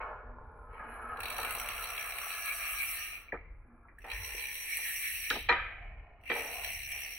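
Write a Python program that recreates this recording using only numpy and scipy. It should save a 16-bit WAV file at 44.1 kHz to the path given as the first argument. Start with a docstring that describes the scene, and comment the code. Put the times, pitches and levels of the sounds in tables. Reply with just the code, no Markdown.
"""A geared hub motor whirs and a chain rattles over a low rumble: the rear wheel of an electric bike
spins on its stand in a small hard room. The motor whines under load, then coasts. Three times the
freewheel runs free and its pawls buzz over the ratchet teeth, twice as fast when the pedals turn
backwards. Chain and cranks clank through the frame as the drive catches and lets go."""
import sys
import numpy as np
from scipy import signal
from scipy.fft import rfft, irfft, next_fast_len
from scipy.io import wavfile
from scipy.ndimage import map_coordinates

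SR = 44100
rng = np.random.default_rng(int(sys.argv[2]) if len(sys.argv) > 2 else 0)


def put_to_file(sound):
    """Save the sound as 16-bit audio at rate SR, in the file named by the first command-line argument."""
    columns = np.atleast_2d(sound).T  # one column per channel
    safe = np.clip(columns, -1, 1)
    whole_steps = np.round(safe * 32767)
    wavfile.write(sys.argv[1], SR, whole_steps.astype(np.int16))


N = 316638


def amp(db):
    """Decibels to gain."""
    return 10 ** (np.asarray(db) / 20)


def unit(x):
    """x at rms 1."""
    return x / np.sqrt(np.mean(x ** 2) + 1e-20)


def along(points, hz):
    """Read (freq_hz, value) breakpoints on a log frequency axis."""
    freqs, values = np.transpose(points)
    return np.interp(np.log(hz + 1), np.log(freqs + 1), values)


def curves(rows):
    """One automation curve for each column after the time."""
    times, *columns = np.transpose(rows)
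    return [np.interp(np.arange(N) / SR, times, column) for column in columns]


def swell(start, attack, hold, t60):
    """An envelope that rises, holds and dies away."""
    t = np.arange(N) / SR - start
    return np.clip(t / attack, 0, 1) * amp(-60 * np.maximum(t - attack - hold, 0) / t60)


def levels(rows):
    """One envelope per dB column after (start, attack, hold, t60); overlapping swells add in power."""
    rows = np.array(rows)
    shapes = np.array([swell(*row) for row in rows[:, :4]])
    return np.sqrt(amp(rows[:, 4:].T) ** 2 @ shapes ** 2)


def wobble(rate):
    """A smooth random curve, rate knots a second."""
    knots = rng.standard_normal(int(N * rate / SR) + 4)
    return map_coordinates(knots, [np.arange(N) * rate / SR])


def tone(hz, waver_hz, rate):
    """A sine whose pitch wavers, in mid and side."""
    pitch = hz + waver_hz * np.array([wobble(rate), wobble(rate)])
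    return np.sqrt(2) * np.sin(2 * np.pi * (np.cumsum(pitch, axis=1) / SR + rng.random((2, 1))))


def bursts(starts, sizes, t60, rise=0.00035):
    """A short burst of noise (mid and side) at each start sample."""
    blows = np.bincount(np.clip(starts, 0, N - 1).astype(int), sizes, N)
    t = np.arange(SR // 10) / SR
    fade = amp(-60 * t / t60) * (1 - np.exp(-t / rise)) ** 2
    return signal.oaconvolve(blows, fade / fade.max())[:N] * rng.standard_normal((2, N))


def contacts(scatter_db, count=9000, t60=0.0076):
    """Dense small impacts, uneven in time and strength."""
    return bursts(rng.uniform(0, N, count), amp(scatter_db * rng.standard_normal(count)), t60)


def filtered(x, gain):
    """Equalise x with a gain that is a function of frequency."""
    n = x.shape[-1]
    size = next_fast_len(n + SR // 8)
    return irfft(rfft(x, size) * gain(np.fft.rfftfreq(size, 1 / SR)), size)[..., :n]


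def resonate(x, modes, size=4096):
    """x rings a body with steep-sided modes; their levels set only the balance between them."""
    hz = np.fft.rfftfreq(size, 1 / SR)
    power = sum((amp(db) * (hz * width) ** 2 / ((centre ** 2 - hz ** 2) ** 2 + (hz * width) ** 2)) ** 2
                for centre, width, db in modes)
    # minimum phase, so the ring never comes before the blow
    cepstrum = irfft(np.log(power / power.max() + 1e-10) / 2)
    cepstrum[1:size // 2] *= 2
    cepstrum[size // 2 + 1:] = 0
    ring = irfft(np.exp(rfft(cepstrum)))
    return signal.oaconvolve(x, ring[None] / np.linalg.norm(ring), axes=1)[:, :x.shape[1]]


def wavering(x, modes, tilt_db=0, waver_db=2.5):
    """x rings modes that each wax and wane on their own, summed to rms 1. The tilt is per octave."""
    centre = np.mean([hz for hz, *_ in modes])
    ring = np.zeros((2, N))
    for hz, width, db in modes:
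        gain = amp(db + tilt_db * np.log2(hz / centre) + waver_db * wobble(20))
        ring += gain * resonate(x * rng.choice([-1, 1], N), [(hz, width, 0)])
    return unit(ring)


# Reverb time of the hard room: freq_hz, t60_s
ROOM_DECAY = [(150, 1), (700, 0.46), (2000, 0.78), (4000, 0.53), (8000, 0.077), (16000, 0.39)]

def room(x, count=12):
    """The walls answer, each frequency dying at its own speed; crossfaded tails make the echoes drift."""
    hop = N // count + 1
    wet = np.zeros((2, N + 3 * SR))
    padded = np.pad(x, ((0, 0), (hop, 2 * hop)))
    hz, t, noise = signal.stft(rng.standard_normal((count + 1, 2, SR * 3 // 4)), SR, nperseg=256)
    tails = signal.istft(noise * amp(-60 * t / along(ROOM_DECAY, hz)[:, None]), SR, nperseg=256)[1]
    tails /= np.sqrt(np.sum(amp(-120 * np.arange(SR) / SR / along(ROOM_DECAY, 2000))))
    for k, tail in enumerate(tails):
        send = padded[:, k * hop:(k + 2) * hop] * signal.windows.cosine(2 * hop)
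        echo = signal.fftconvolve(send, tail, axes=1)
        wet[:, k * hop + SR // 200:][:, :echo.shape[1]] += echo  # 5 ms pre-delay
    return wet[:, hop:hop + N]


# Colour of the room tone before its low cut: freq_hz, relative_db
ROOM_TONE_EQ = [(12, -39), (20, 10), (54, -2.5), (173, -21), (242, -10), (330, -12.5), (585, -18.5),
                (1000, -27), (1300, -19.5), (1930, -32.5), (2380, -20.5), (3000, -67), (3900, -90.5),
                (6600, -120)]
# Colour of the rumble: freq_hz, relative_db
RUMBLE_EQ = [(15, -13.5), (30, -4), (42, 3), (58, -4.5), (90, -10.5), (130, -20), (190, -27), (400, -47.5)]
# Swells of the rumble: start_s, attack_s, hold_s, t60_s, level_db
RUMBLE_SWELLS = [(-0.1, 0.043, 1.36, 7.8, -53), (3.28, 0.082, 0.71, 1.4, -58.5),
                 (4.08, 0.12, 0.02, 0.77, -50), (5.3, 0.021, 0.44, 5.2, -48.5)]

def background(bed_db=-61, waver_db=2.5, air_db=-72):
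    """A low rumble swells and sinks under faint, steady room tone."""
    swells, = levels(RUMBLE_SWELLS)
    rumble_gain = np.hypot(amp(bed_db), swells) * amp(waver_db * wobble(5.2))
    rumble = filtered(rng.standard_normal((2, N)),
                      lambda hz: amp(along(RUMBLE_EQ, hz)) * (hz < RUMBLE_EQ[-1][0]))
    air = filtered(rng.standard_normal((2, N)),
                   lambda hz: amp(along(ROOM_TONE_EQ, hz)) * hz ** 2 / (hz ** 2 + 200 ** 2))
    return rumble_gain * unit(rumble) + amp(air_db) * unit(air)


# Deep bumps in the rumble: start_s, pitch_hz, level_db
LOW_BUMPS = [(4.125, 49.3, -37.5), (4.184, 89.3, -43.5), (4.24, 61, -44.5), (4.32, 45.8, -47)]

def bumps():
    """A few deep, short bumps in the rumble, like handling or wind on the microphone."""
    t = np.arange(N) / SR
    return sum(amp(db) * swell(s, attack=0.0185, hold=0.0052, t60=0.2) * np.sin(2 * np.pi * hz * (t - s))
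               for s, hz, db in LOW_BUMPS)


# Low resonances of the stand: pitch_hz, width_hz, relative_db
STAND_HUM_MODES = [(239.7, 16, 5), (334, 57, -7.5)]
# Jolts from the drive: start_s, level_db
DRIVE_JOLTS = [(0.238, -63), (0.83, -58), (1.341, -68), (3.64, -64.5)]

def stand(coupling_db=-23):
    """The stand hums in its low modes with the shaking of the gears and with each jolt."""
    shaking = amp(coupling_db) * levels(HUB_WHIRRS)[0]
    jolts = sum(amp(db) * swell(s, attack=0.021, hold=0.061, t60=1) for s, db in DRIVE_JOLTS)
    hum = unit(resonate(rng.standard_normal((2, N)), STAND_HUM_MODES, size=16384))
    return (shaking + jolts) * hum


# Resonances of the chain's links and rollers: pitch_hz, width_hz, relative_db
LINK_MODES = [(1840, 220, 8), (2230, 180, 12), (2500, 41, 11), (2666, 68, 2), (2910, 91, 3),
              (3177, 60, -7.5), (3900, 80, -24), (4100, 80, -17)]
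ROLLER_MODES = [(4110, 55, -0.5), (8900, 340, -2.5), (10800, 560, 14.5), (14700, 630, -13.5)]
# Pulls on the chain: start_s, attack_s, hold_s, t60_s, rattle_db, sizzle_db
CHAIN_PULLS = [(-0.03, 0.027, 0.0041, 0.42, -49, -110), (0.35, 0.28, 0.11, 0.4, -102, -88),
               (0.68, 0.065, 0.68, 0.15, -61, -79), (0.85, 0.074, 0.085, 1.2, -71, -65.5),
               (3.45, 0.12, 0.48, 0.3, -99, -96.5), (5.55, 0.074, 0.028, 1.4, -53.5, -100),
               (5.74, 0.05, 0.26, 4.6, -70.5, -115)]

def chain():
    """Links rattle over the sprockets and their rollers sizzle."""
    rattle_gain, sizzle_gain = levels(CHAIN_PULLS)
    ticks = contacts(scatter_db=1.0, count=4000, t60=0.016)
    rattle = rattle_gain * unit(resonate(ticks, LINK_MODES))
    sizzle = sizzle_gain * unit(resonate(ticks, ROLLER_MODES))
    return rattle + sizzle + amp(-6.0) * room(rattle + sizzle)


# Resonances of the frame: pitch_hz, width_hz, relative_db
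FRAME_MODES = [(178, 170, 8), (350, 440, 5.5), (476, 46, 11.5), (750, 330, 2.5), (890, 160, 3.5),
               (1265, 190, 4), (1580, 62, -7), (1736, 410, 3), (1940, 240, 0), (2030, 390, -0.5),
               (2373, 140, 9.5), (2640, 95, -20), (3170, 790, -2), (3940, 270, -2.5), (4630, 110, -4),
               (5600, 440, -18), (5670, 460, -9.5), (7200, 1500, -17)]
# Hits of chain and crank: start_s, clatter_db, centre_hz, spread_octaves, t60_s, send_db, thud_db
DRIVE_CLANKS = [(0.794, -45, 1130, 0.5, 0.087, 5, -51.5), (1.387, -33, 796, 0.75, 0.062, -1.5, -59),
                (1.448, -28, 1390, 1, 0.014, -15.5, -52.5), (3.283, -48, 2270, 0.096, 0.059, -17, -77),
                (3.321, -37, 1970, 0.19, 0.097, -22, -37.5), (3.342, -41.5, 1230, 0.36, 0.11, -26, -60),
                (3.373, -44, 2140, 0.081, 0.027, 1.5, -63), (3.851, -56.5, 1167, 0.22, 0.078, -1, -84),
                (3.883, -61, 1850, 0.26, 0.14, -8.5, -74), (3.984, -45, 1755, 0.061, 0.04, -10, -85),
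                (4.041, -47.5, 900, 0.9, 0.13, 4.5, -58.5), (4.345, -54, 474, 0.4, 0.15, -11.5, -64),
                (4.785, -55.5, 864, 0.6, 0.1, -4.5, -70.5), (5.301, -20.5, 4100, 0.7, 0.017, 1.5, -44),
                (5.304, -31.5, 1500, 0.18, 0.12, -24, -51.5), (5.326, -49, 516, 0.77, 0.089, -9.5, -42),
                (5.354, -39, 1300, 1, 0.065, -14.5, -41.5), (5.488, -18, 2100, 0.77, 0.017, 1.5, -51.5),
                (5.492, -18.5, 1360, 0.9, 0.04, 0.5, -37.5), (5.513, -26, 1470, 0.3, 0.038, -24, -47),
                (5.524, -28.5, 1490, 0.87, 0.04, -3.5, -42), (6.263, -42.5, 2380, 0.12, 0.043, 8.5, -67),
                (6.299, -25, 1100, 1.1, 0.042, 2.5, -39), (6.315, -27, 1690, 0.7, 0.036, -27, -45),
                (6.359, -39.5, 796, 1.12, 0.07, 6, -55), (7.02, -64.5, 696, 0.33, 0.14, 9, -70)]

def clanks(makeup_db=4.0, thud_lag_s=0.0067):
    """Clattering links ring one band of the frame, then a low thud follows; makeup_db lifts both."""
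    direct, send = np.zeros((2, 2, N + SR))
    t = np.arange(SR // 3) / SR

    def strike(s, db, centre_hz, octaves, t60, send_db):
        """One blow on the frame, and its reverb send."""
        frame = resonate(rng.standard_normal((2, len(t))), FRAME_MODES)
        band = filtered(frame, lambda hz: np.exp(-(np.log2((hz + 1) / centre_hz) / octaves) ** 2 / 2))
        blow = unit(band) * amp(db + makeup_db - 60 * t / t60) * (1 - np.exp(-t / 0.0017))
        direct[:, round(s * SR):][:, :len(t)] += blow
        send[:, round(s * SR):][:, :len(t)] += amp(send_db) * blow

    for s, clatter_db, centre_hz, octaves, t60, send_db, thud_db in DRIVE_CLANKS:
        strike(s, clatter_db, centre_hz, octaves, t60, send_db)
        strike(s + thud_lag_s, thud_db, centre_hz=480, octaves=1, t60=0.13, send_db=-17.5)
    return direct[:, :N] + room(send[:, :N])


# Partials of the crank: pitch_hz, relative_db, t60_s
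CRANK_MODES = [(475, -12.5, 0.2), (951, -3, 0.25), (1247, -6.5, 0.257), (1550, -12, 0.2),
               (1753, -7.5, 0.25), (1830, -7.5, 0.34), (1906, 2.5, 0.15), (2362, -12.5, 0.12),
               (4086, -8, 0.094)]
# Hard catches of the drive: start_s, strength_db
DRIVE_CATCHES = [(5.303, -48), (5.492, -23.5), (6.3, -43)]

def crank():
    """The hardest catches leave the crank ringing in its own modes."""
    ring = np.zeros((2, N))
    for hz, mode_db, t60 in CRANK_MODES:
        envelope = sum(amp(db + mode_db) * swell(s, 0.002, 0, t60) for s, db in DRIVE_CATCHES)
        ring += envelope * tone(hz, waver_hz=34.24, rate=160)
    return ring * amp([[-3], [-6]])  # mid and side trims


# Path of the motor's whine: time_s, base_hz, lower_db, upper_db
WHINE_PATH = [(0.45, 1281, -80, -89), (0.7, 1300, -57.5, -82), (0.87, 1296, -60, -74),
              (1.06, 1316, -52.5, -66.5), (1.2, 1258, -52, -66.5), (1.33, 1318, -52, -66.5),
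              (1.52, 1280, -49.5, -59.5), (1.65, 1297, -67.5, -77.5), (1.9, 1327, -54, -58),
              (2.25, 1305, -62, -61.5), (2.45, 1289, -56.5, -48.5), (2.75, 1258, -57, -56.5),
              (3.1, 1239, -64, -66.5), (3.3, 1220, -96, -98.5)]

def whine(waver_db=3.5):
    """Two narrow, unsteady tones follow the speed of the motor and sink as the wheel coasts."""
    base_hz, lower_db, upper_db = curves(WHINE_PATH)
    return sum(amp(db + waver_db * wobble(30)) * tone(ratio * base_hz, waver_hz=24.18, rate=80)
               for ratio, db in [(0.99, lower_db), (1.315, upper_db)])


# Resonances of gear housing, wheel and hub shell: pitch_hz, width_hz, relative_db
HOUSING_MODES = [(252, 75, -16.5), (467, 116, 1.5), (613, 33, 1), (856, 140, 1.5), (1027, 120, 2.5),
                 (1411, 140, -2), (1600, 150, -29), (2000, 100, -24.5), (2820, 640, -52)]
WHEEL_MODES = [(696, 155, -3.5), (805, 65, -12.5)]
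SHELL_MODES = [(1129, 110, -1), (1215, 74, -2), (1280, 42, -1.5), (1361.5, 73, 0.5), (1474, 66, -5),
               (1652, 120, -2.5), (1722, 50, -6.5)]
# Bursts of whirr from the hub: start_s, attack_s, hold_s, t60_s, gears_db, wheel_db, shell_db
HUB_WHIRRS = [(-0.03, 0.012, 0.019, 0.95, -44, -49.5, -44.5), (0.0, 0.1, 0.89, 8.2, -57, -78, -67.5),
              (0.62, 0.57, 0.31, 3.25, -50, -54.5, -46), (1.4, 0.42, 0.83, 1.98, -81, -59, -50.5),
              (3.55, 0.2, 0.12, 0.66, -76, -76.5, -72), (4.03, 0.12, 0.11, 2.4, -58.5, -74, -74.5),
              (4.6, 0.096, 0.083, 7.1, -72.5, -74, -70), (5.6, 0.086, 0.049, 3.56, -64.5, -60.5, -74),
              (6.35, 0.21, 0.068, 0.46, -56.5, -52, -65), (6.85, 0.096, 0.033, 0.92, -68.5, -63.5, -69)]

def motor():
    """Gear teeth rattle unevenly into the housing; the wheel drones and the hub shell sings along."""
    gear_gain, wheel_gain, shell_gain = levels(HUB_WHIRRS)
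    gears = gear_gain * unit(resonate(contacts(scatter_db=3.0), HOUSING_MODES))
    wheel = wheel_gain * unit(resonate(contacts(scatter_db=2.5), WHEEL_MODES))
    shell = shell_gain * wavering(contacts(scatter_db=0.5), SHELL_MODES)
    whirr = gears + wheel + shell
    return whirr + amp(-3.5) * room(whirr)


# Moments when the freewheel body sings out: peak_s, pitch_hz, level_db
BODY_FLARES = [(2.5, 2350, -38.5), (2.63, 2350, -46.5), (2.819, 2342, -37), (2.91, 2320, -47),
               (3.15, 2384, -44), (4.43, 2370, -44.5), (4.73, 2280, -41), (4.888, 1820, -44.5),
               (5.06, 2335, -42.5)]

def flares(clicks, half_length_s=0.037, width_hz=216):
    """The clicks briefly drive one mode of the freewheel body into a loud ring."""
    t = np.arange(N) / SR
    ring = np.zeros((2, N))
    for s, hz, db in BODY_FLARES:
        envelope = amp(db) * np.exp(-((t - s) / half_length_s) ** 2)
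        ring += envelope * unit(resonate(clicks, [(hz, width_hz, 0)]))
    return ring


# Accents where a pawl drops hard: start_s, body_drive_db, steel_drive_db
HARD_DROPS = [(1.202, -46.5, -40), (1.231, -42, -47), (1.254, -39, -57), (1.28, -42.5, -51),
              (1.3, -41, -38), (1.380, -43, -38), (1.429, -41, -36), (1.447, -36, -36), (1.506, -38.5, -32),
              (1.549, -40, -35), (1.597, -41, -34), (1.686, -36.5, -34), (1.838, -40.5, -36),
              (1.901, -42, -38), (1.962, -43, -50.5), (1.976, -35.5, -47), (2.12, -41.5, -49),
              (2.183, -38.5, -38), (2.302, -41, -46), (2.457, -44, -31.5), (3.985, -77, -60),
              (4.099, -40, -51), (4.114, -37, -49), (4.244, -40.5, -53), (4.393, -39.5, -52),
              (4.405, -50, -59), (4.452, -42, -57), (4.552, -40, -45), (4.769, -45, -29), (6.634, -42, -50),
              (6.645, -35, -40), (6.916, -43, -41)]

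def snaps():
    """A hard drop cracks through the freewheel body, the ratchet ring and the pawl's own steel."""
    s, body_db, steel_db = np.transpose(HARD_DROPS)
    parts = [(body_db, BODY_MODES), (body_db - 10, RATCHET_MODES), (steel_db - 4, PAWL_MODES)]
    return sum(resonate(bursts(s * SR, amp(db), t60=0.023, rise=0.0009), modes) for db, modes in parts)


def ratchet_teeth(rate):
    """The samples at which a tooth passes, nudged so that every hard drop falls on a tooth."""
    passed = np.cumsum(rate) / SR
    hard = np.sort([s * SR for s, *_ in HARD_DROPS])
    slip = np.unwrap(np.interp(hard, np.arange(N), passed) % 1, period=1)
    aligned = passed - np.interp(np.arange(N), hard, slip)
    return np.flatnonzero(np.diff(np.floor(aligned)) > 0)


# Runs where the wheel overruns the chain: start_s, end_s, attack_s, release_s, ring_db,
# tilt_db_per_octave, hiss_db, rasp_db, ping_db, bite_db, wheel_hz, sway_peak_s, ping_peak_s
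FREE_RUNS = [(1.13, 3.327, 0.067, 0.29, -49, 3.5, -48.5, -60.5, -58, 7.5, 3.28, 2.005, 1.7),
             (3.942, 5.557, 0.19, 0.25, -46.5, -5.5, -49, -59.5, -56.5, -1, 3.15, 4.73, 3.6),
             (6.189, 7.423, 0.11, 0.31, -46.5, 4.5, -50.5, -65.5, -55, 5.5, 3.62, 5.5, 6.66)]

def pawl_controls(rate, bite_s=0.45, slowing_per_s=0.1):
    """Gains of ring, hiss, rasp and ping, and the body's tilt; the untrue wheel sways the levels."""
    t = np.arange(N) / SR
    octaves = np.log2(rate / np.median(rate))  # faster clicks: more hiss and ping, less rasp
    controls = np.zeros((5, N))
    for (start, end, attack, release, ring_db, tilt_db, hiss_db, rasp_db, ping_db,
         bite_db, wheel_hz, sway_peak_s, ping_peak_s) in FREE_RUNS:
        fade_out = np.clip((end - t) / release, 0, 1)
        fade = lambda rise: (np.clip((t - start) / rise, 0, 1) * fade_out) ** 2.05
        angle = lambda s: 2 * np.pi * wheel_hz * (t - s) * (1 - slowing_per_s * (t - s) / 2)
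        # ring, rasp and ping swell once, twice and three times a turn
        ring_sway_db = 1.8 * np.cos(angle(sway_peak_s))
        rasp_sway_db = 3.5 * np.cos(2 * angle(sway_peak_s))
        ping_sway_db = 3 * np.cos(3 * angle(ping_peak_s))
        bite = bite_db * np.exp(-((t - start) / bite_s) ** 2)  # trades ping for rasp as a run opens
        late_fade = fade(attack * 1.66)
        controls += [fade(attack) * amp(ring_db + ring_sway_db),
                     late_fade * amp(hiss_db + 0.5 * octaves),
                     late_fade * amp(rasp_db - octaves + rasp_sway_db + bite),
                     late_fade * amp(ping_db + 0.5 * octaves + ping_sway_db - bite / 2),
                     tilt_db * ((t > start) & (t < end))]
    return controls


# Resonances of freewheel body, ratchet ring, steel pawls and spring: pitch_hz, width_hz, relative_db
BODY_MODES = [(1822, 197, -6), (2080, 270, -4.5), (2352, 270, 0), (2676, 370, -1)]
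RATCHET_MODES = [(3216, 350, 0), (3850, 200, -3), (4037, 190, 1), (4392, 92, -3.5)]
PAWL_MODES = [(6755, 200, -15), (8140, 283, 5.5), (8500, 400, 4.5), (8930, 350, 2), (9870, 450, 3.5),
              (10540, 630, 4), (10920, 620, 5), (11600, 430, 3.5), (12050, 780, 6.5), (14400, 810, -8.5),
              (15150, 1500, 1.5), (15650, 610, 0)]
SPRING_MODES = [(4475, 57, -11), (5573, 130, -3), (5780, 150, 2.5), (5897, 180, -0.5)]
# Speed of the freewheel through its three runs: time_s, teeth_per_s
TOOTH_RATE = [(1.17, 28), (1.3, 43), (1.48, 68), (2.2, 63), (2.33, 94), (2.55, 120), (2.88, 138),
              (3.03, 126), (3.15, 92), (3.3, 30), (3.98, 28), (4.1, 62), (4.18, 71), (4.45, 66), (4.57, 82),
              (4.7, 130), (4.85, 152), (5.1, 137), (5.25, 112), (5.5, 27), (6.17, 28), (6.35, 75),
              (7.18, 68)]

def freewheel(second_lag_teeth=0.46, second_db=-9.5):
    """Two pawls drop off each ratchet tooth and scrape up the next; faster clicks run together."""
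    rate, = curves(TOOTH_RATE)
    ring_gain, hiss_gain, rasp_gain, ping_gain, tilt = pawl_controls(rate)
    teeth = ratchet_teeth(rate)
    scatter = rng.standard_normal((len(teeth), 6)).T
    jitter, body_scatter, tip_scatter, lag_scatter, second_scatter, drop_scatter = scatter
    first_pawl = teeth + 0.0002 * SR * jitter
    second_pawl = teeth + SR / rate[teeth] * (second_lag_teeth + 0.057 * lag_scatter)
    size = 1 / np.sqrt(rate[teeth])  # even power at any speed
    scrape = 0.32 * (rate / np.median(rate)) ** 0.9

    def clicks(scatter_db):
        """The drops of both pawls, uneven in strength."""
        sizes = np.r_[size * amp(scatter_db), size * amp(second_db + 3 * second_scatter)]
        return unit(bursts(np.r_[first_pawl, second_pawl], sizes, t60=0.019, rise=0.0022))

    body = clicks(1.1 * body_scatter) + scrape * rng.standard_normal((2, N))
    tips = clicks(1.2 * tip_scatter) + 2.2 * scrape * rng.standard_normal((2, N))
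    drops = clicks(1.4 * drop_scatter)
    ring = ring_gain * wavering(body, BODY_MODES, tilt_db=tilt)
    rasp = rasp_gain * wavering(drops, RATCHET_MODES)
    hiss = hiss_gain * amp(1.3 * wobble(22)) * unit(resonate(tips, PAWL_MODES))
    ping = ping_gain * wavering(drops, SPRING_MODES)
    buzz = ring + rasp + ping + hiss + snaps()
    return buzz + amp(-2.0) * room(buzz) + flares(body)


# Stereo width: freq_hz, side_gain_db
STEREO_WIDTH = [(60, -21), (200, -23), (500, -15.5), (800, -15.5), (1300, -11.5), (2300, -2), (4400, 0),
                (15000, -2.5)]

def scene():
    """The mix: the bass sits near the centre, the treble comes from all sides."""
    mid, side = (freewheel() + motor() + whine() + chain() + clanks() + crank()
                 + stand() + bumps() + background())
    side = filtered(side, lambda hz: amp(along(STEREO_WIDTH, hz)))
    return np.array([mid + side, mid - side])


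def record(dry):
    """A brick-wall low-pass takes off the very top."""
    cutoff_hz = 15850
    return filtered(dry, lambda hz: 1 / (1 + (hz / cutoff_hz) ** 300))


dry = scene()
out = record(dry)
put_to_file(out)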